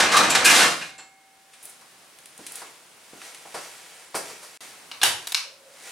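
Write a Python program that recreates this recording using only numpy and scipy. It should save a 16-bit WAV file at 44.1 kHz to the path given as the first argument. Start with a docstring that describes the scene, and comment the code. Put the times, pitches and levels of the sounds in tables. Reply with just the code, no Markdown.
"""Garage door and lamp switch

A metal door scrapes, groans and shrieks down its tracks, bangs shut and rings as decaying sines; a latch
pings. Knocks, scuffs and cloth (contact bursts and filtered grains) follow. After a 35 dB dip of 32 ms a
pull-chain switch clicks as short resonances. Noise gives a ducking hiss, a rumble and two faint hums.
"""
import sys
import numpy as np
from scipy import signal
from scipy.fft import rfft, irfft
from scipy.io import wavfile
from scipy.ndimage import uniform_filter1d

SR = 44100
rng = np.random.default_rng(int(sys.argv[2]) if len(sys.argv) > 2 else 0)


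def store_pcm(level_fs):
    """Save levels as 16-bit WAV."""
    pcm = np.round(np.clip(level_fs, -1, 1) * 32767).astype(np.int16)
    wavfile.write(sys.argv[1], SR, np.atleast_2d(pcm).T)


N = 260631

# Panels and rollers banging. Each row: start in seconds, level in dB, fade in seconds, tilt in dB per octave.
DOOR_BLOWS = [(0.0, -8.5, 0.016, 1), (0.023, -15, 0.024, 0), (0.115, -16.5, 0.043, 2),
              (0.166, -11, 0.022, 4), (0.185, -17, 0.046, -3), (0.301, -15, 0.012, 7),
              (0.349, -9, 0.016, 1.5), (0.444, -10, 0.038, 7.5), (0.494, -12.5, 0.052, 4.5),
              (0.535, -13, 0.077, 4), (0.59, -14, 0.063, 2), (0.81, -32.5, 0.032, 1),
              (0.981, -40, 0.035, 0)]
# Spectrum of the door. Each row: frequency in Hz, relative density in dB per Hz.
DOOR_SPECTRUM = [(24, -54), (40, -28.5), (260, -4.5), (591, -3.5), (704, -0.5), (949, 0.5), (1130, -1),
                 (1730, 2), (1910, -1.5), (2510, -4), (3380, -5), (3930, -4.5), (9650, -15), (13700, -32),
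                 (15500, -55)]
# Track resonances. Each row: frequency in Hz, width in Hz, relative level in dB.
TRACK_MODES = [(1600, 110, -0.5), (2480, 160, 0), (2750, 170, -2), (2884, 110, -0.5)]
# Resonances of the groaning roller. Each row: frequency in Hz, width in Hz, relative level in dB.
ROLLER_MODES = [(1170, 90, 7.5), (1260, 110, 3), (1540, 53, 10), (3910, 78, 2), (3920, 82, -9)]
# Hinges, brackets and struts that buzz. Each row: frequency in Hz, relative level in dB.
LOOSE_PARTS = [(638, 3), (690, 5), (895, -2.5), (1146, -1), (1253, 3), (1777, 2), (2031, -14), (2080, 5),
               (2339, 5.5), (2478, 4), (2868, -23), (3052, -1), (3817, -4.5), (4250, 2), (6085, 1),
               (6780, -6), (8100, -1)]
# Rollers scrape, then harder as the door is pressed home. Each row: start in seconds, hold in seconds,
# level in dB.
SCRAPES = [(0, 0.43, -24), (.46, 0.18, -20)]
# Tracks shriek where rollers bind. 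Each row: start in seconds, hold in seconds, level in dB.
SHRIEKS = [(0, 0.13, -32.5), (.458, 0.047, -15.5), (.595, 0.0089, -21), (.815, .01, -32)]
# One roller groans. Each row: start in seconds, hold in seconds, level in dB.
GROANS = [(.166, 0.021, -14.5)]
# Panels and springs after the slam. Each row: frequency in Hz, level in dB, 60 dB decay in seconds.
DOOR_MODES = [(690, -46, 1.1), (773, -52, 5), (764, -61, 3.1), (1070, -37, 0.25), (1316, -23, 0.17),
              (1532, -56, 2.4), (1685, -56, 4), (2190, -44, 1.4), (2160, -36.5, 1.75), (2360, -31, 0.9),
              (3020, -57, 1.3)]
# Latch pings. Each row: start in seconds, level in dB.
LATCH_PINGS = [(0.299, -24.5), (0.981, -44)]
# Latch modes. Each row: frequency in Hz, relative level in dB, 60 dB decay in seconds.
LATCH_MODES = [(2665, -2.5, 0.22), (3830, -13, 0.3), (4280, -9, 0.41), (6130, -17, 0.16), (7300, -2, 0.35),
               (7300, -13, 0.43), (7763, -5, 0.36), (8600, -7, 0.22)]

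# Hiss spectrum. Each row: frequency in Hz, relative density in dB per Hz.
HISS_SPECTRUM = [(25, -30), (60, -16.5), (160, 2), (230, -1.5), (330, 2), (520, 3.5), (760, 4.5),
                 (1170, 3.5), (2500, 2), (3620, 0), (7000, -2.5), (9540, 0), (12000, -8.5), (15500, -12.5)]
# Rumble spectrum. Each row: frequency in Hz, relative density in dB per Hz.
RUMBLE_SPECTRUM = [(15, -25), (30, -4), (65, 0), (120, -16), (250, 9), (1000, -31)]
# Faint wavering hums. Each row: start in seconds, hold in seconds, level in dB.
HUMS = [(5.46, 0.058, -54), (5.62, 0.13, -55.5)]

# Grit and cloth snapping under the stride. Each row: start in seconds, level in dB, fade in seconds,
# tilt in dB per octave.
SCUFFS = [(1.532, -44.5, 0.018, 6.5), (1.626, -38.5, .025, 23), (1.654, -30, 0.0042, 19),
          (1.694, -38.5, 0.0088, 17), (2.187, -38.5, 0.003, 10), (2.257, -34, 0.0033, 10),
          (2.378, -33, 0.0022, 15), (2.465, -27.5, 0.0064, 10.5), (2.52, -27, 0.0029, 19),
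          (2.555, -27, 0.0067, 15.5), (3.216, -35, 0.0063, 1), (3.346, -34, 0.0054, 7)]
# Scuff spectrum. Each row: frequency in Hz, relative density in dB per Hz.
SCUFF_SPECTRUM = [(100, -30), (600, 13), (2500, 17.5), (5000, 2.5), (7500, -0.5), (9700, 1.5), (12000, -14),
                  (15500, -30)]
# Footfalls and knocks. Each row: start in seconds, level in dB, fade in seconds, tilt in dB per octave,
# hollow note in Hz, hollow level relative to the thud in dB.
KNOCKS = [(1.64, -53.5, 0.011, -18.5, 400, -6), (1.81, -48.5, 0.012, 2, 1200, -2),
          (2.389, -45, .012, -5.5, 290, 4.5), (2.617, -35.5, 0.0096, -2.5, 1050, -4),
          (3.13, -43, 0.0133, -8, 282, -2), (3.452, -51, 0.014, -8, 740, 13),
          (3.541, -28.5, 0.025, -0.5, 645, -9.5), (4.143, -25.5, 0.012, -3, 980, -5.5),
          (4.149, -23.5, 0.025, 3.5, 620, -3.5), (4.297, -38.5, 0.014, -1.5, 402, -9),
          (4.425, -39, 0.03, 2.5, 610, -15)]
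# Thud spectrum. Each row: frequency in Hz, relative density in dB per Hz.
KNOCK_SPECTRUM = [(50, -23), (80, -24), (150, -11), (220, -13), (330, -2), (600, 2), (1100, 3),
                  (2200, -3.5), (3500, -11), (4900, -3), (6500, -10.5), (9300, -5.5), (12000, -16.5),
                  (15500, -31)]
# Clothes brushing as a limb swings. Each row: start in seconds, hold in seconds, level in dB.
SWISHES = [(1.64, 0.047, -51.5), (2.42, 0.13, -50), (2.56, 0.047, -44.5), (3.07, 0.041, -55.5),
           (3.23, 0.032, -44), (3.4, 0.61, -49.5), (3.6, 0.053, -43), (4.27, 0.018, -41),
           (4.44, 0.012, -49.5), (4.61, .02, -43), (5.17, .12, -46.5), (5.86, .05, -42)]
# Cloth spectrum. Each row: frequency in Hz, relative density in dB per Hz.
CLOTH_SPECTRUM = [(35, -87), (60, -52), (167, -20.5), (385, -4.5), (755, -0.5), (998, -4), (1350, -2),
                  (1550, -1), (2050, 0.5), (3420, -3), (9510, -4), (15500, -21)]

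# Pull-chain clicks. Each row: start in seconds, level in dB, fade in seconds, tilt in dB per octave,
# housing thump in dB, room send in dB, main note in Hz; thump and send are relative to the level.
SWITCH_CLICKS = [(4.914, -24, 0.0013, -5, -12, -2, 2870), (5.015, -17, 0.0017, -6.5, -5.5, 5, 3500),
                 (5.031, -10, 0.0015, 3.5, 8, -0.5, 1600), (5.271, -20, 0.0012, 12.5, -1, -4, 3900),
                 (5.3207, -20, 0.0011, 13, 1.5, -10, 3800), (5.3455, -5, 0.000995, 0.5, -16, -4, 4160)]
# Ratchet resonances. Each row: frequency in Hz, width in Hz, relative level in dB.
SWITCH_MODES = [(1106, 220, -4.5), (1590, 200, -4.5), (2220, 250, 1), (2770, 430, 3), (4120, 500, 4.5),
                (5500, 1070, 2.5), (7350, 1700, -8), (9400, 1500, -7.5), (12200, 1200, -18)]
# Lamp housing spectrum. Each row: frequency in Hz, relative density in dB per Hz.
HOUSING_SPECTRUM = [(50, -29), (110, -7.5), (220, -22), (380, -4.5), (560, -3.5), (850, 4.5), (1300, -3.5),
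                    (1600, 3.5), (2300, 2), (3200, 5.5), (5000, -1.5), (7500, -1.5), (9600, 0), (12000, -5),
                    (15500, -21)]
# Direct click, then returns from lamp and ceiling. Each row: delay in seconds, gain in dB.
CEILING_RETURNS = [(0, -4), (.0024, -6.5), (.0044, -3.5)]

# Garage decay. Each row: frequency in Hz, 60 dB decay in seconds.
GARAGE_T60 = [(100, 0.72), (500, 0.4554), (2000, 0.3956), (5000, 0.3836), (10000, 0.3359), (15000, 0.2754)]
# Side filter at the microphones. Each row: frequency in Hz, side gain against mid in dB.
SIDE_GAIN = [(60, -22), (125, -28), (250, -15), (500, -6.5), (2000, -4.5), (8500, -4.5), (12000, -17)]
# Level dip: start in seconds, end in seconds.
DIP_S = (4.574, 4.606)

HISS_DB, LATE_HISS_DB = -53, -49.5   # before ducking; late = after the dip
DUCK_ABOVE_DB, DUCK_SHARE, RECOVER_DB_PER_S = -31, 0.72, 10
CUTOFF_HZ = 15800


def from_db(db):
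    """Decibels to amplitude."""
    return 10 ** (np.asarray(db) / 20)


def rms_one(x):
    """Scale x to rms 1."""
    return x / np.sqrt(np.mean(x ** 2) + 1e-20)


def as_strong(x, model):
    """Scale x to the energy of model."""
    return x * np.linalg.norm(model) / np.linalg.norm(x)


def at_hz(points, hz):
    """Interpolate a table on a log-frequency axis."""
    table = np.array(points)
    return np.interp(np.log(hz), np.log(table[:, 0]), table[:, 1])


def add(out, start_s, x):
    """Mix x into out from start_s on."""
    start = max(round(start_s * SR), 0)
    out[start:start + len(x)] += x[:N - start]


def colour(x, spectrum, tilt_db=0, keep_power=True, size=4096):
    """Minimum-phase filter with the given spectrum, tilted per octave above 250 Hz."""
    hz = np.maximum(np.arange(size // 2 + 1) * SR / size, 10)
    gain = from_db(at_hz(spectrum, hz) + tilt_db * np.log2(np.maximum(hz, 250)))
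    # Folding the cepstrum onto positive time gives minimum phase.
    cepstrum = irfft(np.log(gain + 1e-9))
    cepstrum[1:size // 2] *= 2
    cepstrum[size // 2 + 1:] = 0
    response = irfft(np.exp(rfft(cepstrum)))
    if keep_power:
        response = response / np.linalg.norm(response)
    return signal.oaconvolve(x, response)[:len(x)]


def resonate(x, modes):
    """Parallel two-pole resonances of (Hz, width Hz, dB), signs alternating."""
    out = 0
    for k, (hz, width_hz, db) in enumerate(modes):
        r = np.exp(-np.pi * width_hz / SR)
        poles = [1, -2 * r * np.cos(2 * np.pi * hz / SR), r * r]
        band = (1 - r * r) / 2 * signal.lfilter([1, 0, -1], poles, x)
        out = out + (-1) ** k * from_db(db) * band
    return out


def grains(per_s, spread_db):
    """Random tiny slips of uneven size; rms 1."""
    sizes = from_db(spread_db * np.minimum(rng.exponential(1, N), 4))
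    signs = rng.choice([-1, 1], N)
    return rms_one(sizes * signs * (rng.random(N) < per_s / SR))


def chatter(fade_s, rise_share=0.06, size=16384):
    """One blow: dense contacts gather quickly and die away, exciting all pitches about evenly."""
    age = np.arange(size) / (SR * fade_s)
    envelope = np.exp(-age) * (1 - np.exp(-age / rise_share))
    run = rng.choice([-1, 1], size) * envelope
    for _ in range(3):
        flat = irfft(np.exp(1j * np.angle(rfft(run))))
        run = flat * np.exp(-(age / 4) ** 2)
    return as_strong(run, envelope)


def blows(rows, spectrum, rise_share):
    """Bursts of contact on one body, each with its own spectral tilt."""
    out = np.zeros(N)
    for start_s, db, fade_s, tilt_db in rows:
        blow = colour(chatter(fade_s, rise_share), spectrum, tilt_db)
        add(out, start_s, from_db(db) * blow)
    return out


def strokes(rows, attack_s, release_s):
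    """Gain of strokes that swell up to their start, hold and die away exponentially; powers add."""
    t, power = np.arange(N) / SR, 1e-18
    for start_s, held_s, db in rows:
        before = np.maximum(start_s - t, 0) / attack_s
        after = np.maximum(t - start_s - held_s, 0) / release_s
        power = power + (from_db(db) * np.exp(-before - after)) ** 2
    return np.sqrt(power)


def stereo(mid, side):
    """Close microphones hear diffuse bass alike and diffuse treble less so."""
    side = colour(side, SIDE_GAIN, keep_power=False)
    return np.array([mid + side, mid - side])


def reverberation(x, build_s, size=32768):
    """Diffuse stereo tail: noise bands that build up together and decay at their own rates."""
    t, tail = np.arange(size) / SR, 0
    white = rng.standard_normal((2, 2, size))
    edges_hz = np.geomspace(40, 18000, 14)
    for k, band_hz in enumerate(zip(edges_hz, edges_hz[1:])):
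        noise = signal.sosfilt(signal.butter(2, band_hz, "band", fs=SR, output="sos"), white[k % 2])
        t60_s = at_hz(GARAGE_T60, np.sqrt(np.prod(band_hz)))
        tail = tail + noise * np.exp(-np.log(1000) * t / t60_s)
    tail = tail * (1 - np.exp(-t / build_s))
    response = stereo(*tail / np.linalg.norm(tail[0]))
    return signal.oaconvolve(x[None], response, axes=1)[:, :N]


def garage(x, wet_db, build_s):
    """Direct sound plus diffuse room, scaled to keep the power roughly constant."""
    wet = from_db(wet_db)
    return (x + wet * reverberation(x, build_s)) / np.hypot(1, wet)


def jerks(per_s, depth_db):
    """Stick-slip gain gliding to a new random value per_s times a second; rms 1."""
    swerves = np.clip(rng.standard_normal(2000), -1.7, 1.7)
    glide = np.interp(np.arange(N) / SR * per_s, np.arange(len(swerves)), swerves)
    return rms_one(from_db(depth_db * glide))


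def loose_parts(per_s, width_hz):
    """Each part is knocked at random moments and buzzes at its own pitch; rms 1."""
    touches = rng.random((len(LOOSE_PARTS), N)) < per_s / SR
    buzz = 0
    for touch, (hz, db) in zip(touches, LOOSE_PARTS):
        buzz = buzz + resonate(touch + 1e-18, [(hz, width_hz, db)])
    return rms_one(buzz)


def door(loose_db=-4):
    """Rollers scrape, groan and shriek in the tracks while panels bang and loose parts buzz."""
    bangs = blows(DOOR_BLOWS, DOOR_SPECTRUM, rise_share=0.13)
    rubbing = colour(grains(per_s=4000, spread_db=2.5), DOOR_SPECTRUM, tilt_db=-1.0)
    rubbing = rubbing * jerks(per_s=50, depth_db=2.5)
    buzz = from_db(loose_db) * loose_parts(per_s=40, width_hz=45)
    scrape = strokes(SCRAPES, attack_s=0.023, release_s=0.041) * (rubbing + buzz)
    slips = grains(per_s=5000, spread_db=1)
    # Each roller mode jerks on its own.
    roller = sum(resonate(slips, [mode]) * jerks(per_s=47.6, depth_db=8) for mode in ROLLER_MODES)
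    groan = strokes(GROANS, attack_s=0.023, release_s=0.025) * rms_one(roller)
    tracks = rms_one(resonate(slips, TRACK_MODES))
    shriek = strokes(SHRIEKS, attack_s=0.007, release_s=0.019) * tracks
    return garage(bangs + scrape + groan + shriek, wet_db=-4.5, build_s=0.00093)


def ducking(sound):
    """Gain that drops at once by a share of the excess level, then recovers at a steady dB rate."""
    power = np.abs(uniform_filter1d(np.mean(sound ** 2, axis=0), size=1024))
    loud_db = 10 * np.log10(power + 1e-12)
    drop_db = DUCK_SHARE * np.maximum(loud_db - DUCK_ABOVE_DB, 0)
    recovery_db = RECOVER_DB_PER_S * np.arange(N) / SR
    return from_db(recovery_db - np.maximum.accumulate(drop_db + recovery_db))


def background(foreground, hum_hz=535, resonator_width_hz=110, rumble_db=-78):
    """Noise hiss ducked by loud sounds, low noise rumble, and hums of noise through two resonators."""
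    hiss = stereo(*[colour(white, HISS_SPECTRUM) for white in rng.standard_normal((2, N))])
    hiss_db = np.where(np.arange(N) / SR < DIP_S[1], HISS_DB, LATE_HISS_DB)
    ducked_hiss = from_db(hiss_db) * ducking(foreground) * hiss
    rumble = from_db(rumble_db) * colour(rng.standard_normal(N), RUMBLE_SPECTRUM)
    hum = rng.standard_normal(N)
    for _ in range(2):
        hum = resonate(hum, [(hum_hz, resonator_width_hz, 0)])
    hum = strokes(HUMS, attack_s=0.023, release_s=0.036) * rms_one(hum)
    return ducked_hiss + rumble + hum


def ring(modes):
    """Decaying sines of struck metal, from (Hz, dB, t60 s)."""
    t = np.arange(3 * SR) / SR
    return sum(from_db(db - 60 * t / t60_s) * np.sin(2 * np.pi * hz * t) for hz, db, t60_s in modes)


def door_ring(slam_s=0.49):
    """Struck modes decay exponentially: panels and springs after the slam, the latch at each touch."""
    out, ping = np.zeros(N), ring(LATCH_MODES)
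    add(out, slam_s, ring(DOOR_MODES))
    for start_s, db in LATCH_PINGS:
        add(out, start_s, from_db(db) * ping)
    return garage(out, wet_db=-12, build_s=0.004)


def knocks():
    """Each contact makes a coloured thud and excites a hollow resonance of its own."""
    out = np.zeros(N)
    for start_s, db, fade_s, tilt_db, hollow_hz, hollow_db in KNOCKS:
        contact = chatter(fade_s, rise_share=0.15)
        thud = colour(contact, KNOCK_SPECTRUM, tilt_db)
        hollow = as_strong(resonate(contact, [(hollow_hz, hollow_hz / 3, 0)]), contact)
        add(out, start_s, from_db(db) * (thud + from_db(hollow_db) * hollow))
    return out


def walker():
    """Short contacts make scuffs, footfalls and knocks; many tiny slips make the brush of clothes."""
    scuffs = blows(SCUFFS, SCUFF_SPECTRUM, rise_share=0.1)
    rustle = colour(grains(per_s=9000, spread_db=4.0), CLOTH_SPECTRUM)
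    cloth = strokes(SWISHES, attack_s=0.083, release_s=0.1) * rustle
    steps = garage(knocks() + cloth, wet_db=-2.5, build_s=0.0022)
    return steps + garage(scuffs, wet_db=-4.0, build_s=0.0043)


def lamp_switch(crack_db=-13, note_db=-3, note_width_hz=260, size=4096):
    """Each ratchet snap cracks, rings a note, thumps the lamp housing and excites the room."""
    near, far = np.zeros(N), np.zeros(N)
    snap = signal.unit_impulse(size)
    crack = from_db(crack_db) * resonate(snap, [(4550, 5300, 0)])
    ratchet = resonate(snap, SWITCH_MODES) + crack
    housing = colour(snap, HOUSING_SPECTRUM)
    for start_s, db, fade_s, tilt_db, thump_db, room_db, note_hz in SWITCH_CLICKS:
        note = as_strong(resonate(snap, [(note_hz, note_width_hz, 0)]), snap)
        note = from_db(note_db) * note
        # The housing answers one fade later.
        thump = from_db(thump_db) * np.roll(housing, round(fade_s * SR))
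        click = as_strong(colour(ratchet, [(1, 0)], tilt_db), snap) + thump
        add(near, start_s, from_db(db) * signal.fftconvolve(note, chatter(2 * fade_s)))
        for delay_s, return_db in CEILING_RETURNS:
            returned = signal.fftconvolve(click, chatter(fade_s, rise_share=0.065))
            add(near, start_s + delay_s, from_db(db + return_db) * returned)
        sent = signal.fftconvolve(click, chatter(fade_s, rise_share=0.014))
        add(far, start_s, from_db(db + room_db) * sent)
    return near + reverberation(far, build_s=0.009)


def scene():
    """Sum of all sources; the whole level dips briefly before the lamp."""
    t = np.arange(N) / SR
    outside_dip = (t < DIP_S[0]) | (t > DIP_S[1])
    level = uniform_filter1d(1.0 * outside_dip, size=64)
    foreground = door() + door_ring() + walker() + lamp_switch()
    return (foreground + background(foreground)) * np.maximum(level, from_db(-35))


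def record(dry):
    """Round the highest peaks, then low-pass steeply."""
    rounded = dry / (1 + dry ** 6) ** (1 / 6)
    lowpass = signal.ellip(10, 0.2, 80, CUTOFF_HZ, fs=SR, output="sos")
    return signal.sosfilt(lowpass, rounded)


dry = scene()
out = record(dry)
store_pcm(out)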